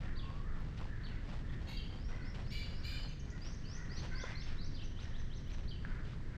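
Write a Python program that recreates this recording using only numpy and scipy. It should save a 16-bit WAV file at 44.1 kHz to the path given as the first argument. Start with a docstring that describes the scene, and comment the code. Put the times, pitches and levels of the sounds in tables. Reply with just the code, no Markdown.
"""Birds over a gravel path

Shoes crunch on gravel (random grains under heel and toe loads) over wind and far traffic (filtered noise).
A parakeet screeches and far crows caw (throbbing harmonic stacks). A warbler whistles rising notes, a bulbul
chirrups, a cuckoo calls once (gliding sines). Trees and a wall return a grainy echo (decaying noise)."""
import sys
import numpy as np
from scipy import signal
from scipy.fft import rfft, irfft
from scipy.io import wavfile
from scipy.ndimage import uniform_filter1d, map_coordinates

SR = 44100
rng = np.random.default_rng(int(sys.argv[2]) if len(sys.argv) > 2 else 0)


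def bounce(signal):
    """Save signal as a 16-bit WAV file at the path given by the first command-line argument."""
    frames = np.transpose(np.atleast_2d(signal))
    limited = np.clip(frames, -1, 1)
    pcm = np.round(limited * 32767).astype(np.int16)
    wavfile.write(sys.argv[1], SR, pcm)


def decibels_to_gain(level_db):
    """Convert a level in decibels to a linear amplitude gain (20 dB per decade)."""
    exponent = np.asarray(level_db, float) / 20
    return 10 ** exponent


N = 280917
T = np.arange(N) / SR


def level(x, db):
    """Scale to an rms level."""
    return x * decibels_to_gain(db) / np.sqrt(np.mean(x ** 2))


def colour(x, points):
    """Causal minimum-phase filter through (frequency [Hz], gain [dB]) points, by a folded cepstrum."""
    hz, db = np.transpose(points)
    bins_hz = np.maximum(np.arange(4097) * SR / 8192, 1)
    log_gain = np.interp(np.log(bins_hz), np.log(hz), db) * np.log(10) / 20
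    cepstrum = irfft(log_gain)
    cepstrum[1:4096] *= 2
    cepstrum[4097:] = 0
    impulse = irfft(np.exp(rfft(cepstrum)))
    return signal.fftconvolve(x, impulse)[:len(x)]


def band(x, hz, width_hz):
    """One resonance, gain 1 at the centre."""
    return signal.lfilter(*signal.iirpeak(hz, hz / width_hz, SR), x)


def walk(rate, size=N):
    """Random levels held 1 / rate s and slewed; spread near 1."""
    hold = max(int(SR / rate), 1)
    held = np.repeat(rng.standard_normal(size // hold + 1), hold)
    slewed = uniform_filter1d(uniform_filter1d(held, hold), hold)
    return 1.37 * slewed[:size]


def add(out, start_s, x):
    """Mix x into out from start_s."""
    i = max(int(start_s * SR), 0)
    out[i:i + len(x)] += x[:N - i]


def grains(per_s, spread_db):
    """Clicks of either sign and very uneven size, the largest bounded by the size of a stone."""
    chance = rng.random((3, N))
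    size_db = spread_db * np.minimum(-np.log(chance[2] + 1e-9), 4)
    return (chance[0] < per_s / SR) * np.sign(chance[1] - .5) * decibels_to_gain(size_db)


def rasp(pitch_hz, gains_db, rough, skirt_hz, fray=0):
    """Harmonics of a pitch curve; each throbs on its own and carries a skirt of breath; upper ones fray more."""
    phase = 2 * np.pi * np.cumsum(pitch_hz) / SR
    stack = 0
    for k, db in gains_db:
        share = min(rough + fray * (min(k, 10) - 5), 1)
        steady = decibels_to_gain(3.5 * walk(150, size=SR // 2))
        breath = walk(skirt_hz, size=SR // 2)
        throb = (1 - share) * steady + share * breath
        stack = stack + decibels_to_gain(db) * throb[:len(pitch_hz)] * np.sin(k * phase + k * k)
    return stack


def whistle(shape, waver_db, hoarse):
    """A sine with a faint third harmonic follows (time [s], pitch [Hz], level [dB]); level and pitch waver."""
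    s, hz, db = np.transpose(shape)
    t = np.arange(s[0], s[-1], 1 / SR)
    glide_hz = uniform_filter1d(np.interp(t, s, hz), 150, mode="nearest")
    glide_hz = glide_hz * (1 + hoarse * walk(400, size=SR)[:len(t)])
    flutter = level(decibels_to_gain(waver_db * walk(196.0, size=SR)[:len(t)]), 0)
    gain = decibels_to_gain(np.interp(t, s, db)) * flutter * signal.windows.tukey(len(t), .3)
    phase = 2 * np.pi * np.cumsum(glide_hz) / SR
    third = np.sin(3 * phase)
    return np.sqrt(2) * gain * (np.sin(phase) + decibels_to_gain(-35) * third)


def background():
    """Wind and traffic as a low rumble that swells; leaves and far town as a soft hiss that flickers a little."""
    # rumble: (time [s], level [dB])
    swell = [(0, -40), (.9, -39.5), (1.6, -39), (2.4, -39.5), (3.8, -41), (4.0, -39), (4.4, -42),
             (4.55, -40), (5.23, -41), (5.87, -39.5), (6.37, -39.5)]
    # rumble spectrum: (frequency [Hz], density [dB per Hz])
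    rumble_tone = [(8.8, -33), (15, 6.5), (30, -2.5), (136, -11), (334, -27), (600, -40), (780, -46),
                   (1320, -120)]
    # hiss spectrum: (frequency [Hz], density [dB per Hz])
    hiss_tone = [(240, -24), (400, 0), (872, -11), (1020, -7.5), (1220, -9), (1850, -4), (2510, -15.5),
                 (4210, -17), (5630, -21.5), (8250, -30), (10700, -50.5), (12700, -48), (15400, -52)]
    s, db = np.transpose(swell)
    rumble = level(colour(rng.standard_normal(N), rumble_tone), 0) * decibels_to_gain(np.interp(T, s, db))
    hiss = level(colour(rng.standard_normal(N), hiss_tone), -64)
    return rumble + hiss * decibels_to_gain(1.0 * walk(3.3))


def gravel():
    """Heel and toe each press the stones; a heavier press is louder and duller; scuffs add short bright bursts."""
    # footfalls: (heel lands [s], heel load [dB], toe delay [s], toe load [dB], looseness of the stones [dB])
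    steps = [(-.2, -60, 0.26, -56.5, 1), (.32, -54, 0.3, -58, -1.5), (.82, -55.5, 0.26, -62.5, 2.5),
             (1.35, -55.5, 0.32, -56.5, 1.5), (1.94, -54, 0.21, -54.5, 0), (2.41, -58, 0.32, -59.5, 1),
             (3.04, -56, .24, -63, -3), (3.46, -57.5, 0.32, -62.5, 3.5), (4.04, -55, 0.25, -56.5, 3),
             (4.52, -66, 0.31, -69.5, 7), (5.06, -66, 0.029, -58, 0.5), (5.57, -63.5, 0.33, -69, 4.5),
             (6.08, -58, .2, -90, -2)]
    # crunch spectrum: (frequency [Hz], density [dB per Hz])
    crunch_tone = [(250, -13.5), (500, -0.5), (900, -2), (1600, -5.5), (3000, -8), (5000, -16), (8000, -30),
                   (13000, -53.5)]
    # a sole slides on grit: (start [s], length [s], level [dB])
    scuffs = [(0.77, 0.025, -57.5), (1.284, 0.032, -66.5), (1.373, 0.027, -69), (1.52, 0.034, -66),
              (2.341, 0.025, -57), (3.443, 0.036, -59), (3.97, 0.043, -62), (4.46, 0.061, -59),
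              (4.987, 0.086, -61.5), (5.491, 0.035, -63), (6.028, 0.14, -64.5)]
    # scuff spectrum: (frequency [Hz], density [dB per Hz])
    scuff_tone = [(500, -20), (1200, -0.5), (3000, 6), (5000, -2), (8000, -19), (13000, -43)]
    settle_db = -74  # stones that shift between footfalls
    treble_db, dulling = 4.5, 0.44  # treble share at settle_db; dB lost for each dB of load

    def press(s, db, rise_db_per_s, fall_db_per_s):
        return decibels_to_gain(db - np.where(T < s, rise_db_per_s * (s - T), fall_db_per_s * (T - s))) ** 2

    power, loose = decibels_to_gain(settle_db) ** 2, 0
    for heel_s, heel_db, later_s, toe_db, loose_db in steps:
        step = press(heel_s, heel_db, 129, 140) + press(heel_s + later_s, toe_db, 105, 106)
        power = power + step
        loose = loose + loose_db * step
    load_db = 10 * np.log10(power) + 1.1 * walk(20)  # uneven ground
    bright_db = treble_db - dulling * (load_db - settle_db) + loose / power
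    pebbles = grains(2500, spread_db=3.8) * decibels_to_gain(2.2 * walk(60))
    crunch = level(colour(pebbles, crunch_tone), 0)
    dull = signal.lfilter(*signal.butter(2, 1500, fs=SR), crunch)
    treble = crunch - dull
    footfalls = decibels_to_gain(load_db) * (dull + decibels_to_gain(bright_db) * treble)
    slide = np.zeros(N)
    for start_s, length_s, db in scuffs:
        add(slide, start_s, decibels_to_gain(db) * signal.windows.tukey(int(length_s * SR), .4))
    grit = level(colour(grains(5000, spread_db=3.5), scuff_tone), 0)
    return footfalls + slide * grit


def crows():
    """A few hoarse harmonics on an arched pitch; a wider beak lifts the upper ones."""
    # caws: (start [s], length [s], nominal pitch [Hz], rms before fades [dB], roughness, beak opening [dB])
    caws = [(.0, 0.19, 457.4, -60.5, 0.65, 7), (0.445, 0.17, 450.5, -60.5, 0.6, 2),
            (0.855, 0.24, 440.6, -62, 0.61, 13.5), (0.951, 0.13, 514, -66, 0.62, -5),
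            (1.086, 0.13, 502, -63.5, 0.65, 5), (1.418, 0.19, 460.7, -62, 0.67, 10),
            (2.058, 0.26, 494.6, -60.5, 0.46, 6.5), (2.759, 0.26, 521.5, -62.5, 0.78, -3),
            (3.256, 0.15, 477, -63.5, 0.34, 6), (3.73, 0.25, 477.7, -60, 0.46, 8.5),
            (4.089, 0.202, 509, -55.5, 0.52, 3), (4.239, 0.148, 494, -57.5, 0.99, 12),
            (4.442, 0.163, 499.7, -64, 1.11, 1), (5.026, 0.21, 449, -66, 0.71, 15),
            (5.825, 0.2, 501.7, -59, 0.72, -2), (6.301, 0.074, 503, -63, 0.7, 1)]
    # throat: (harmonic number, gain [dB])
    throat = [(2, -5), (3, 5), (4, 1), (5, -14.5)]
    out = np.zeros(N)
    for start_s, length_s, hz, db, rough, beak_db in caws:
        u = np.arange(int(length_s * SR)) / (length_s * SR)
        arch = 1 + 0.043 * (np.sin(np.pi * u) - .7)
        jitter = 1 + 0.0154 * walk(199.1, size=SR // 2)[:len(u)]
        gains_db = [(k, g + (k > 3) * beak_db) for k, g in throat]
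        call = rasp(hz * arch * jitter, gains_db, np.clip(rough, .5, 1), skirt_hz=200 + 900 * rough ** 2)
        add(out, start_s, level(call, db) * signal.windows.tukey(len(u), .4))
    return out


def stones():
    """Short damped snaps with a sharp edge, thin high ticks and one hollow knock."""
    # single stones: (start [s], level [dB], pitch [Hz], decay [cycles], edge [dB re ring])
    snaps = [(0.034, -42, 2070, 2.2, -17), (0.093, -39, 1690, 1.1, -11), (0.243, -46, 1111, 1, -6),
             (0.305, -40, 1050, 1.5, -10), (0.589, -51, 1376, 1.7, -4), (0.606, -43, 940, 0.81, 6),
             (0.804, -39, 1360, 1.1, -9), (0.814, -41.5, 940, 1.5, -6), (0.823, -46, 1100, 1.9, -6),
             (0.855, -41, 830, 1.4, -8), (1.343, -47, 1380, 2.4, -14), (4.527, -55, 1200, 1.6, -4),
             (4.99, -48, 1380, 4, -12), (5.034, -44, 2900, 1, 0), (5.518, -42.5, 2500, 1.5, -4),
             (5.539, -48, 3500, 1.1, -4), (5.85, -33.5, 1640, 3, -19), (6.134, -45, 1210, 1.5, -10),
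             (6.205, -48, 960, 1.5, -9)]
    # ticks: (start [s], level before the band filter [dB])
    ticks = [(1.5165, -68), (5.4784, -64), (5.4854, -71), (5.5164, -64)]
    # hollow knock: (start [s], level [dB])
    knock_s, knock_db = (4.238, -34.5)
    # modes of the knock: (pitch [Hz], gain [dB], t60 [s])
    knock_modes = [(506, 6, 0.021), (1025, -8, 0.048), (1407, -6, 0.035)]
    out, t = np.zeros(N), np.arange(SR // 10) / SR
    for start_s, db, hz, cycles, edge_db in snaps:
        ring = np.sin(2 * np.pi * hz * t) * np.exp(-t * hz / cycles)
        edge = decibels_to_gain(edge_db) * np.sign(rng.standard_normal(len(t))) * np.exp(-t / 0.0001)
        add(out, start_s, decibels_to_gain(db) * (ring + band(edge, 3000, 2500)))
    for start_s, db in ticks:
        burst = rng.standard_normal(len(t)) * np.exp(-t / .002)
        add(out, start_s, decibels_to_gain(db) * band(burst, 13300, 3000))
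    ring = 0
    for hz, db, t60_s in knock_modes:
        ring = ring + decibels_to_gain(db) * np.sin(2 * np.pi * hz * t) * np.exp(-np.log(1000) * t / t60_s)
    add(out, knock_s, decibels_to_gain(knock_db) * ring * (1 - np.exp(-t / 0.0016)))
    return out


def whistlers():
    """Cuckoo, small birds and warbler: gliding sines, most of them bent through three pitches."""
    # the cuckoo's one long note: (time [s], pitch [Hz], level [dB])
    cuckoo = [(.12, 898, -72), (.18, 1075, -65), (.3, 1090, -64.5), (.37, 1140, -66), (.42, 1190, -75),
              (.47, 1260, -70), (.52, 1220, -70), (.57, 1047, -64), (.61, 850, -66)]
    # small birds: (start [s], length [s], first, middle, last pitch [Hz], initial level [dB], pitch jitter [share])
    pips = [(1.484, 0.023, 3120, 3200, 3220, -65.5, 0.05), (1.756, 0.069, 3220, 3150, 3080, -55.5, 0.015),
            (3.082, 0.021, 6200, 6400, 5900, -64.5, 0), (3.193, 0.025, 5900, 6320, 6000, -63, 0.05),
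            (3.297, 0.027, 6120, 6130, 5770, -63.5, 0.13), (4.197, 0.029, 3170, 3560, 4120, -59, 0.05),
            (4.219, 0.022, 3380, 3436, 3250, -56.5, 0.04), (4.414, 0.024, 3190, 3360, 3550, -58, 0.13),
            (6.116, 0.025, 3900, 3850, 3660, -82, 0)]
    # warbler: (start [s], length [s], first, middle, last pitch [Hz], initial level [dB])
    warbler = [(1.959, 0.17, 4200, 5380, 5800, -67.5), (2.209, 0.12, 3960, 5230, 5570, -64.5),
               (2.439, 0.11, 3800, 5210, 5420, -64), (2.713, .11, 4520, 5130, 5620, -64.5),
               (3.403, 0.16, 4380, 5800, 6390, -60), (3.64, 0.16, 4140, 5540, 6680, -59.5),
               (3.886, .135, 4020, 5490, 6500, -58.5), (4.135, 0.11, 4100, 5300, 6930, -56),
               (4.344, 0.11, 3930, 4970, 6780, -57.5), (4.559, 0.12, 3450, 4620, 6630, -59)]
    # its hooked note: (time [s], pitch [Hz], relative level [dB])
    hook = [(0, 2740, 3), (.024, 3200, 3), (.048, 4050, 5), (.054, 4920, -2), (.06, 5690, 2),
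            (.07, 6120, 1), (.078, 6330, 3), (.086, 5740, 5.5), (.102, 4580, 5)]
    # hooked notes sung: (start [s], gain [dB])
    hooks = [(4.774, -68), (4.955, -67.5), (5.121, -69), (5.292, -68.5), (5.455, -70)]
    out, u = np.zeros(N), np.linspace(0, 1, num=9)
    add(out, cuckoo[0][0], whistle(cuckoo, waver_db=2, hoarse=.001))
    notes = [note + (.006,) for note in warbler] + pips
    for start_s, length_s, first_hz, middle_hz, last_hz, db, hoarse in notes:
        bend = np.polyfit([0, .5, 1], [first_hz, middle_hz, last_hz], deg=2)
        shape = np.c_[u * length_s, np.polyval(bend, u), db - 4 * u]
        add(out, start_s, whistle(shape, waver_db=4, hoarse=hoarse))
    for start_s, db in hooks:
        add(out, start_s, decibels_to_gain(db) * whistle(hook, waver_db=2.5, hoarse=.006))
    return out


def bulbul():
    """A hoarse arch and a low note, blurred by returns from the leaves around the bird."""
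    # arched note: (time before stretch [s], pitch [Hz], relative level [dB])
    arch = [(-.005, 2900, 0), (0, 3600, 1), (.005, 4150, 4), (.012, 4650, 4), (.02, 4620, 4),
            (.027, 4250, 4), (.034, 3600, 3), (.042, 3150, 2), (.052, 2850, -1)]
    # low note: (time before stretch [s], pitch [Hz], relative level [dB])
    low_note = [(.058, 2650, -8), (.076, 2850, 0), (.086, 3150, 0), (.091, 2700, 1), (.103, 2620, -3)]
    # chirrups: (start [s], stretch [ratio], arch gain [dB], low note gain [dB]), before the leaf mix
    chirrups = [(0.157, 1.07, -62.5, -63), (1.029, 0.95, -64, -64), (1.762, 0.9, -61.5, -61),
                (3.015, 1.05, -64.5, -63.5), (3.568, 0.96, -81, -67), (3.966, 0.99, -61.5, -67),
                (4.735, 0.97, -65, -60), (5.677, 0.92, -60, -63.5)]
    out = np.zeros(N)
    for start_s, stretch, arch_db, low_db in chirrups:
        for shape, db in ((arch, arch_db), (low_note, low_db)):
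            note = whistle(np.array(shape) * [stretch, 1, 1], waver_db=4, hoarse=.02)
            add(out, start_s + stretch * shape[0][0], decibels_to_gain(db) * note)
    t = np.arange(SR // 20) / SR
    leaves = rng.standard_normal(len(t)) * np.exp(-t / .014)
    leaves = level(leaves, -10 * np.log10(len(t)))  # unit energy
    return decibels_to_gain(-1.5) * out + decibels_to_gain(-1) * signal.fftconvolve(out, leaves)[:N]


def parakeet():
    """A tall rasping stack that scoops up to pitch and dies away."""
    # screeches: (start [s], length [s], pitch [Hz], rms before fades [dB], tilt [dB per octave],
    # roughness [0-1], scoop [share of pitch])
    screeches = [(1.664, 0.17, 550.3, -54.5, 4, 0.39, 0.019), (2.496, 0.2, 581, -51, 3.5, 0.41, 0.16),
                 (2.823, 0.25, 600.2, -52, 4, 0.32, .2)]
    # throat: (harmonic number, gain before tilt [dB])
    throat = [(3, -25), (4, 0), (5, -1.5), (6, -7), (7, -3), (8, -1), (9, -21), (10, -26), (11, -25),
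              (12, -16), (13, -28), (16, -30), (18, -38), (20, -30), (22, -27), (24, -29), (26, -40)]
    out = np.zeros(N)
    order, gain_db = np.transpose(throat)
    k = np.arange(3, 27)
    for start_s, length_s, hz, db, tilt_db, rough, dip in screeches:
        t = np.arange(int(length_s * SR)) / SR
        scoop = 1 - dip * np.exp(-(t / .016) ** 1.5)
        pitch_hz = hz * scoop * (1 + .0035 * walk(120, size=SR // 2)[:len(t)])
        gains_db = zip(k, np.interp(k, order, gain_db) + tilt_db * np.log2(k))
        stack = rasp(pitch_hz, gains_db, rough, skirt_hz=900, fray=.035)
        fades = np.minimum(t / 0.023, 1) * np.minimum((length_s - t) / 0.12, 1)
        add(out, start_s, level(stack, db) * fades)
    # the highest partials enter once the scoop is over and fade through the call
    bright = signal.filtfilt(*signal.butter(4, 8000, "high", fs=SR), out)
    for start_s, length_s, *_ in screeches:
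        since_s = T - start_s
        removed = np.clip(np.maximum(since_s / length_s, 1.8 - since_s / 0.017), 0, 1)
        during = (T > start_s - .01) * (T < start_s + length_s + .01)
        out -= bright * removed * during
    return out


def trees(x):
    """Scattered, dulled returns: quick ones from near leaves, a long tail from trunks and a wall."""
    t = np.arange(SR) / SR
    long_fade = np.exp(-np.log(1000) * t / 0.71)  # t60 in s
    quick_fade = decibels_to_gain(-4.0) * np.exp(-np.log(1000) * t / 0.061)
    tail = rng.standard_normal(SR) * (long_fade + quick_fade) * (1 - np.exp(-t / 0.0076))
    tail = signal.lfilter(*signal.butter(1, 6000, fs=SR), tail)
    echo = signal.fftconvolve(x, tail / np.sqrt(np.sum(tail ** 2)))[:N]
    sway_s = .00008 * walk(180)  # moving leaves shift the returns in time
    return decibels_to_gain(-3) * map_coordinates(echo, [(T + sway_s) * SR], mode="nearest")


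def scene():
    """Birds with their echo, the walker close and nearly dry, the background under all."""
    near, hidden, far, knocks = whistlers() + parakeet(), bulbul(), crows(), stones()
    # each group has its own share of echo
    echo = trees(near + decibels_to_gain(-3.5) * hidden + decibels_to_gain(-2.5) * far + decibels_to_gain(-22) * knocks)
    return (near + hidden + far + echo + gravel() + knocks + background())[None]


def top_cut(x):
    """Nothing passes above the cut-off."""
    return signal.sosfilt(signal.butter(12, 15600, fs=SR, output="sos"), x)


def record(dry):
    """Finish the mix with soft ends."""
    mix = dry * signal.windows.tukey(N, .002)
    return top_cut(mix)


dry = scene()
out = record(dry)
bounce(out)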